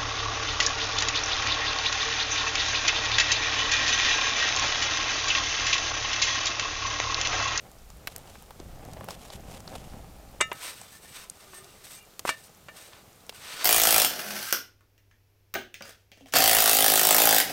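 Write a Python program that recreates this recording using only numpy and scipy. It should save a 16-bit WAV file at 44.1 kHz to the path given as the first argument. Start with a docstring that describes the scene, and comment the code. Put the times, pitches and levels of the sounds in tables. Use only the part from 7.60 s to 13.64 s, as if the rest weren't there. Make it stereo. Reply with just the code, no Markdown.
"""Flatbread bakes on an iron griddle over an open wood fire, outdoors, heard from close by.
First the flames flutter in noise and clustered puffs, while the logs hiss in grainy spurts and pop as short
resonant bursts. Then the fire is quieter: a wooden spatula knocks on the pan with a clack and ringing modes,
scrapes through flour under the dough as dense grains, with thin tones and low rubbing from resonant noise,
clatters down as the bread is turned and slides under it again. 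A fine crackle and open air last throughout."""
import sys
import numpy as np
from scipy import signal
from scipy.fft import rfft, irfft, next_fast_len
from scipy.io import wavfile

SR = 44100
rng = np.random.default_rng(int(sys.argv[2]) if len(sys.argv) > 2 else 0)


def wrap_up_sound(samples):
    """Save the sound to the file named by the first command line argument, as 16-bit audio."""
    columns = np.atleast_2d(samples).T
    # keep every value between -1 and 1, then stretch to whole-number steps
    tamed = np.clip(columns, -1, 1)
    steps = np.round(tamed * 32767).astype(np.int16)
    wavfile.write(sys.argv[1], SR, steps)


N = 266527
TIME = np.arange(N) / SR
AGE = TIME[:SR // 2]   # time since a blow [s]
CLICK = 1.0 * (AGE == 0)

# All spectra below are relative: (frequency [Hz], level per hertz [dB])

# Spatula blows: (time [s], clack level [dB], ring level [dB], contact brightness [Hz],
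#                 place [0 rim - 1 middle])
KNOCKS = [(2.8052, -29.5, -46, 4200, 0), (2.8085, -24, -42, 9000, 0), (2.8102, -21.5, -23.3, 11000, 0),
          (2.9161, -29.5, -40, 3400, 0), (3.934, -46.5, -55, 3000, 1), (4.6522, -27.5, -42, 1100, 1),
          (4.6797, -33, -43, 5000, 1), (4.6918, -22.3, -29, 12000, 1), (5.0853, -42, -45, 4200, 1)]
# Modes heard when the spatula strikes the griddle: the iron's, and probably the blade's at 1003 Hz:
# (frequency [Hz], t60 [s], relative level struck at the rim [dB], relative level struck in the middle [dB])
STRIKE_MODES = [(285, .17, -36, -17), (555, .09, -20, -14), (645, .13, -15, -7), (1003, .05, -10, -14),
                (1141, .15, -30, -13), (1213, .15, -26, -13), (1293, .37, -12, -32), (1470, .06, -21, -4),
                (1759, .17, -12, -3), (1804, .2, -6, -1), (2052, .11, 2, -22), (2316, .11, 0, 0),
                (2600, .16, -20, -18), (2756, .14, -8, -22), (2836, .15, -2, -5), (3521, .1, -13, -26),
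                (3607, .08, -10, -20), (3716, .12, -5, -13), (3892, .12, -21, -22), (4400, .12, -28, -16),
                (4576, .08, -17, -9), (5257, .1, -19, -20), (5690, .2, -23, -30), (6261, .1, -16, -22),
                (6783, .17, -14, -32), (7413, .12, -24, -18), (7817, .07, -4, -19), (7930, .04, -8, -11),
                (8505, .1, -23, -11), (9039, .055, -24, -15), (10600, .08, -25, -30)]
# Spectrum of the quickly dying clack of wood on iron: (frequency [Hz], level per hertz [dB])
CLACK_SPECTRUM = [(240, -41), (350, -2), (600, -7), (780, -6.5), (1030, 4), (1800, 1), (3000, -4),
                  (4600, -13.5), (6200, -7), (8500, -4), (10500, -17), (16000, -27)]
# Modes of the wooden blade, free to ring at the rim: (frequency [Hz], t60 [s], relative level [dB])
BLADE_MODES = [(395, 0.026, -4.5), (570, 0.018, -4), (982, 0.028, 2)]
BLADE_DB, PUSH_DB = -6, -4   # relative to the rattle of the contact
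# In the middle the dough damps the blade to a dull push, shorter for a harder contact
PUSH_SOFT_HZ = 503   # pitch at 1 kHz contact brightness
PUSH_FOLLOWS, PUSH_WIDTH = 0.35, 0.92   # octaves per octave of brightness; width as share of pitch

# Spatula strokes: (start [s], length [s], friction level [dB],
#                   flour hiss as share of the power [dB], held to 0.9 of the power at most)
STROKES = [(2.904, 0.48, -48, -3), (3.006, 0.14, -39, -4), (3.307, 0.1, -51, -1.5),
           (3.396, 0.2, -52.5, -1.5), (3.514, 0.17, -44.5, -3.5), (3.666, 0.8, -56.5, -3),
           (3.924, 0.097, -49.5, -1.5), (4.233, 0.077, -47, -1.8), (4.285, 0.13, -47, -1.2),
           (4.647, 0.038, -41.5, -2), (4.667, 0.049, -33, -6), (4.686, 0.078, -45, -6),
           (4.749, 0.12, -55.5, -1.5), (4.829, 0.055, -51.5, 7), (5.131, 0.21, -49, -2.5),
           (5.299, 0.15, -56, -9), (5.724, 0.15, -50.5, -3.5), (5.783, 0.65, -39.5, -6.5),
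           (5.981, 0.21, -36, -10.5)]
STROKE_RISE, STROKE_FALL, STROKE_SAG_DB = 0.2, 0.36, 2.5   # shares of the length; loss in between
# Spectrum of wood rasping on iron: (frequency [Hz], level per hertz [dB])
RASP_SPECTRUM = [(250, -11.5), (550, -4), (780, -4.5), (1200, -0.5), (2400, 0.5), (4000, -1.5),
                 (5600, -5.5), (7000, -10.5), (10000, -27)]
# Spectrum of dry flour under the blade: (frequency [Hz], level per hertz [dB])
FLOUR_SPECTRUM = [(4000, -6), (6000, -1.5), (7200, -5.5), (8200, 2), (9300, 0.5), (10300, -9.5),
                  (13000, -3), (16000, -13)]
# Tones of the pan under the slipping blade, and low rubbing of pressed dough near 380 and 1220 Hz:
# (start [s], length [s], frequency [Hz], level [dB])
TONES_AND_RUBS = [(3.02, .11, 8510, -50), (3.31, .1, 1776, -57.5), (3.43, .076, 1805, -60),
                  (3.72, .48, 1220, -63), (3.8, .48, 376, -60.5), (3.92, 0.097, 8510, -50),
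                  (3.94, .09, 1810, -57.5), (4.26, .13, 12200, -62), (4.283, 0.13, 8400, -57),
                  (4.307, .17, 2374, -62), (4.3, .2, 2800, -63), (4.33, 0.077, 6320, -60)]

# Pops in the firewood: (time [s], crack level [dB], pitch [Hz], first snap's share of the energy
#                        [0-1, held to 0.55 at most], hollow thud level [dB], thud pitch [Hz])
POPS = [(.116, -55.5, 8000, .3, -58, 700), (.824, -52, 8900, 0.5, -59, 700),
        (.3025, -51.5, 4050, 0.34, -55.5, 815), (0.4731, -31.5, 2130, 0.27, -37, 1010),
        (0.5625, -38, 7000, 0.7, -64, 700), (.582, -48, 12500, 0.16, -69, 700),
        (.7544, -52.5, 1680, 0.06, -50, 680), (0.9073, -51.5, 1440, 0.64, -45.5, 790),
        (1.0, -51, 4350, 0.03, -41.5, 367), (1.251, -52.5, 5000, 0.6, -67, 650),
        (1.334, -49, 4500, 0.26, -56, 700), (1.369, -53, 2000, 0.1, -44, 526),
        (1.409, -57, 2000, 0.4, -40.5, 570), (1.444, -50, 11000, 0.3, -61, 690),
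        (1.4864, -42, 1910, 0.3, -36, 670), (1.507, -41, 4250, 0.16, -44, 980),
        (1.702, -46.5, 3520, 0, -46, 676), (2.004, -50, 4360, 0.33, -54, 846),
        (2.077, -44, 4000, 0, -47, 740), (2.134, -73, 4000, .1, -52, 920),
        (2.154, -48.5, 3420, 0.03, -46, 687), (2.9305, -45.5, 8850, 0.4, -61, 700),
        (3.215, -46, 7800, 0, -49, 620), (3.6987, -37, 6900, 0.04, -74, 700),
        (4.044, -52, 5170, 0.1, -64, 600), (4.594, -35.5, 2770, 0.7, -48, 820),
        (5.3323, -51, 2880, 0, -55, 890), (5.666, -57, 7950, 0.1, -61, 700),
        (5.694, -37, 2780, 0.15, -44.5, 537), (5.725, -56, 3000, .1, -53, 800)]
SPLINTER_CYCLES = 67   # a splintering dies (t60) within this many periods of its pitch

# Strength of the flames: (time [s], deep buffeting level [dB], roar level [dB])
FLAMES = [(0.0, -60, -54.5), (0.33, -48, -59.5), (0.55, -56, -53), (0.9, -53.5, -57.5), (1.06, -45, -51),
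          (1.45, -57.5, -46.5), (1.62, -52.5, -53), (1.89, -48, -48), (2.0, -56, -51.5), (2.12, -47.5, -48),
          (2.41, -46.5, -48.5), (2.54, -49, -56.5), (2.85, -56, -54.5), (3.05, -73, -59.5),
          (3.5, -67, -60.5), (4.4, -68, -63), (5.2, -71, -61), (6.04, -66, -61.5)]
# Spectrum of the deep buffeting: (frequency [Hz], level per hertz [dB])
BUFFET_SPECTRUM = [(18, 9), (30, -2.5), (48, 6), (70, -0.5), (100, -13)]
# Spectrum of the low roar: (frequency [Hz], level per hertz [dB])
ROAR_SPECTRUM = [(50, -21), (75, -3.5), (115, -4.5), (190, -6.5), (260, -12.5), (400, -21.5)]
# Spectrum of the fluttering puffs: (frequency [Hz], level per hertz [dB])
FLUTTER_SPECTRUM = [(150, -13.5), (300, -5.5), (450, -2.5), (810, -1), (950, -10.5), (1400, -14.5),
                    (2600, -20.5)]
FLUTTER_DB, FLUTTER_FOLLOWS = -58, 0.86   # at the mean roar; dB per dB of roar

# Spurts of gas from the logs: (start [s], length [s], level [dB])
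SPURTS = [(0.453, 0.22, -53.5), (0.625, 0.26, -55.5), (1.26, 0.11, -62), (1.487, 0.082, -45),
          (1.571, 0.18, -51), (1.713, .065, -45), (1.875, 0.14, -48), (2.014, 0.39, -53.5),
          (2.147, 0.02, -45.5)]
SPURT_RISE, SPURT_FALL, SPURT_SAG_DB = 0.24, 0.49, 1   # shares of the length; loss in between
# Spectrum of the hissing gas: (frequency [Hz], level per hertz [dB])
SIZZLE_SPECTRUM = [(530, 1), (900, -4.5), (1510, -11.5), (2300, -10), (2960, -6), (4410, -11),
                   (7680, -11.5), (12300, -17), (16000, -28)]
SIZZLE_DB, SIZZLE_FOLLOWS = -71, 1   # gassing between spurts: at the mean roar; dB per dB of roar

# Spectrum of the open air: (frequency [Hz], level per hertz [dB])
AIR_SPECTRUM = [(410, 2), (700, -8.5), (1230, 0), (1600, -5.5), (8880, -8), (10400, -11), (15000, -9),
                (16000, -21)]
AIR_DB = -58.5
CUTOFF_HZ = 15900


def knocks():
    """Wood strikes iron: a clack, then the modes that the place of the blow favours; soft contact dulls both."""
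    out = np.zeros(N)
    blade = sum(from_db(db) * dying(t60) * np.cos(2 * np.pi * hz * AGE) for hz, t60, db in BLADE_MODES)
    blade = unit_blow(blade)
    for s, clack_db, ring_db, contact_hz, place in KNOCKS:
        push_hz = PUSH_SOFT_HZ * (contact_hz / 1000) ** PUSH_FOLLOWS
        push = unit_blow(resonance(CLICK, push_hz, PUSH_WIDTH * push_hz))
        wood = (1 - place) * from_db(BLADE_DB) * blade + place * from_db(PUSH_DB) * push
        rattle = unit_blow(coloured(rng.standard_normal(len(AGE)), CLACK_SPECTRUM) * dying(t60=0.045))

        ring = np.zeros(len(AGE))
        for k, (hz, t60, rim_db, middle_db) in enumerate(STRIKE_MODES):
            mode_db = np.interp(place, [0, 1], [rim_db, middle_db])
            sign = (-1) ** k   # neighbouring modes start in opposite directions
            ring += sign * from_db(mode_db) * dying(t60) * np.sin(2 * np.pi * hz * AGE)

        soft = signal.butter(2, contact_hz, fs=SR, output="sos")
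        clack = unit_blow(signal.sosfilt(soft, rattle + wood))
        add(out, s, from_db(clack_db) * clack + from_db(ring_db) * signal.sosfilt(soft, ring))
    return out


def scrapes():
    """The blade slips over rough iron and dry flour; the tiny catches keep the struck modes faintly ringing."""
    rasp_power, flour_power = np.zeros((2, N))
    for s, length, db, flour_db in STROKES:
        envelope = gesture(s, length, STROKE_RISE, STROKE_FALL, STROKE_SAG_DB)
        power = (from_db(db) * envelope) ** 2
        flour_share = min(from_db(flour_db) ** 2, 0.9)
        rasp_power += power * (1 - flour_share)
        flour_power += power * flour_share
    rasp = np.sqrt(rasp_power) * coloured(grains(per_s=9000, spread_db=2.0), RASP_SPECTRUM)
    flour = np.sqrt(flour_power) * coloured(grains(per_s=16000, spread_db=4.0), FLOUR_SPECTRUM)
    friction = (rasp + flour) * flicker(rate=95, depth_db=1.4)

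    ring = np.zeros(N)
    for hz, t60, *_ in STRIKE_MODES:
        width_hz = np.log(1000) / np.pi / t60   # long-lived modes are narrow
        # each mode comes and goes as the blade travels
        ring += resonance(friction * flicker(rate=12, depth_db=6), hz, width_hz)
    return friction + from_db(-1.5) * ring


def tones_and_rubbing():
    """Thin, rough pan tones and low rubbing of pressed dough: narrow resonant noise, each swells and fades."""
    out = np.zeros(N)
    for s, length, hz, db in TONES_AND_RUBS:
        swell = np.sqrt(np.hanning(round(length * SR)))
        tone = resonance(resonance(rng.standard_normal(len(AGE)), hz, 48), hz, 66)
        tone = rms_one(tone[-len(swell):])
        add(out, s, from_db(db) * swell * tone)
    return out


def pops():
    """A pocket of steam bursts: one snap, a short splintering, and the log's hollow answer."""
    out = np.zeros(N)
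    for s, db, hz, snap, thud_db, thud_hz in POPS:
        splinter, wood = rng.standard_normal((2, len(AGE)))
        snap = min(snap, 0.55)
        splintering = unit_blow(splinter * dying(SPLINTER_CYCLES / hz))
        burst = np.sqrt(snap) * unit_blow(CLICK) + np.sqrt(1 - snap) * splintering
        width_hz = hz * (0.75 + 3.8 * snap)   # a cleaner snap is wider in pitch
        crack = resonance(resonance(burst, hz, width_hz), hz, width_hz) + 1.8 * snap * burst
        thud = resonance(wood * dying(t60=0.019), thud_hz, 0.49 * thud_hz)
        thud = resonance(thud, thud_hz, 1.6 * thud_hz)
        add(out, s, from_db(db) * unit_blow(crack) + from_db(thud_db) * unit_blow(thud))
    return out


def flames():
    """Turbulent burning: deep buffeting and a low roar, under a flutter made of many small puffs."""
    buffet_db, roar_db = in_time(FLAMES)
    buffet = from_db(buffet_db) * coloured(rng.standard_normal(N), BUFFET_SPECTRUM)
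    roar = from_db(roar_db) * coloured(grains(per_s=500, spread_db=3.5), ROAR_SPECTRUM)
    puffs = grains(per_s=900, spread_db=2.5) * flicker(rate=45, depth_db=2.6)
    flutter = with_flames(FLUTTER_DB, FLUTTER_FOLLOWS) * coloured(puffs, FLUTTER_SPECTRUM)
    return buffet + roar + flutter


def hissing_logs():
    """Gas sputters from the wood as dense uneven grains, swelling in spurts over a steadier gassing."""
    spurts = np.zeros(N)
    for s, length, db in SPURTS:
        spurts += from_db(db) * gesture(s, length, SPURT_RISE, SPURT_FALL, SPURT_SAG_DB)
    gas = np.hypot(spurts, with_flames(SIZZLE_DB, SIZZLE_FOLLOWS))
    sputter = grains(per_s=2500, spread_db=3.0) * flicker(rate=120, depth_db=2.5)
    return gas * coloured(sputter, SIZZLE_SPECTRUM)


def fine_crackle():
    """Sparse tiny ticks at random moments: short noise bursts, each through one resonance."""
    ticks = np.zeros(N)
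    for when, size, pitch in rng.random((70, 3)):
        hz = 3000 * 5 ** pitch   # 3 to 15 kHz
        tick = resonance(rng.standard_normal(len(AGE)) * dying(t60=0.01), hz, 0.2 * hz)
        add(ticks, when * TIME[-1], from_db(-65 + 4.5 * size ** 2) * unit_blow(tick))
    return ticks


def open_air():
    """The outdoors as steady coloured noise."""
    return from_db(AIR_DB) * coloured(rng.standard_normal(N), AIR_SPECTRUM)


def gesture(s, length, rise, fall, sag_db):
    """Envelope of one push: it swells, sags a little and lets go."""
    corners = s + length * np.array([0, rise, 1 - fall, 1])
    return np.interp(TIME, corners, [0, 1, from_db(-sag_db), 0])


def with_flames(db, follows):
    """Gain of a layer that rises and falls with the roar."""
    roar_db = in_time(FLAMES)[1]
    return from_db(db + follows * (roar_db - roar_db.mean()))


def from_db(db):
    """Decibels to gain."""
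    return 10 ** (np.asarray(db) / 20)


def rms_one(x):
    """Scale to rms 1."""
    return x / np.sqrt(np.mean(x ** 2) + 1e-20)


def unit_blow(x):
    """Scale a transient to the energy of 10 ms at rms 1."""
    return x / np.sqrt(np.sum(x ** 2) / (0.01 * SR) + 1e-20)


def in_time(rows):
    """Each column of a curve, at every sample."""
    s, *columns = np.transpose(rows)
    return [np.interp(TIME, s, c) for c in columns]


def coloured(x, spectrum):
    """Give noise a spectrum that falls 20 dB per octave beyond its ends; rms 1."""
    hz, db = np.transpose(spectrum)
    size = next_fast_len(len(x))
    octave = np.log2(np.maximum(np.fft.rfftfreq(size, 1 / SR), 1))
    knots = np.log2(hz)
    outside = np.abs(octave - np.clip(octave, knots[0], knots[-1]))
    gain = from_db(np.interp(octave, knots, db) - 20 * outside)
    return rms_one(irfft(rfft(x, size) * gain, size)[:len(x)])


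def flicker(rate, depth_db):
    """A randomly wavering gain of rms 1, with `rate` random steps per second."""
    steps = rng.standard_normal(4000)
    return rms_one(from_db(depth_db * np.interp(TIME * rate, np.arange(len(steps)), steps)))


def grains(per_s, spread_db):
    """Tiny clicks of uneven size and either sign at random moments; rms 1."""
    sizes = from_db(spread_db * np.minimum(rng.exponential(1, N), 5))
    moments = rng.random(N) < per_s / SR
    return rms_one(moments * sizes * rng.choice([-1, 1], N))


def resonance(x, hz, width_hz):
    """Two-pole resonance with gain 1 on top."""
    r = np.exp(-np.pi * width_hz / SR)
    zeros = np.array([1, 0, -1]) * (1 - r * r) / 2
    poles = [1, -2 * r * np.cos(2 * np.pi * hz / SR), r * r]
    return signal.lfilter(zeros, poles, x + 1e-18)


def dying(t60):
    """Envelope of a free decay, 60 dB down after t60 seconds."""
    return from_db(-60 * np.minimum(AGE / t60, 5))


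def add(out, s, sound):
    """Mix a sound in at time s."""
    at = round(s * SR)
    out[at:at + len(sound)] += sound[:N - at]


def scene():
    """Spatula and pan, fire and open air, the same in both channels."""
    pan = knocks() + scrapes() + tones_and_rubbing()
    fire = pops() + flames() + hissing_logs() + fine_crackle()
    return np.tile(pan + fire + open_air(), (2, 1))


def record(dry):
    """The top is cut steeply by an elliptic low-pass."""
    return signal.sosfilt(signal.ellip(10, 0.1, 80, CUTOFF_HZ, fs=SR, output="sos"), dry)


dry = scene()
out = record(dry)
wrap_up_sound(out)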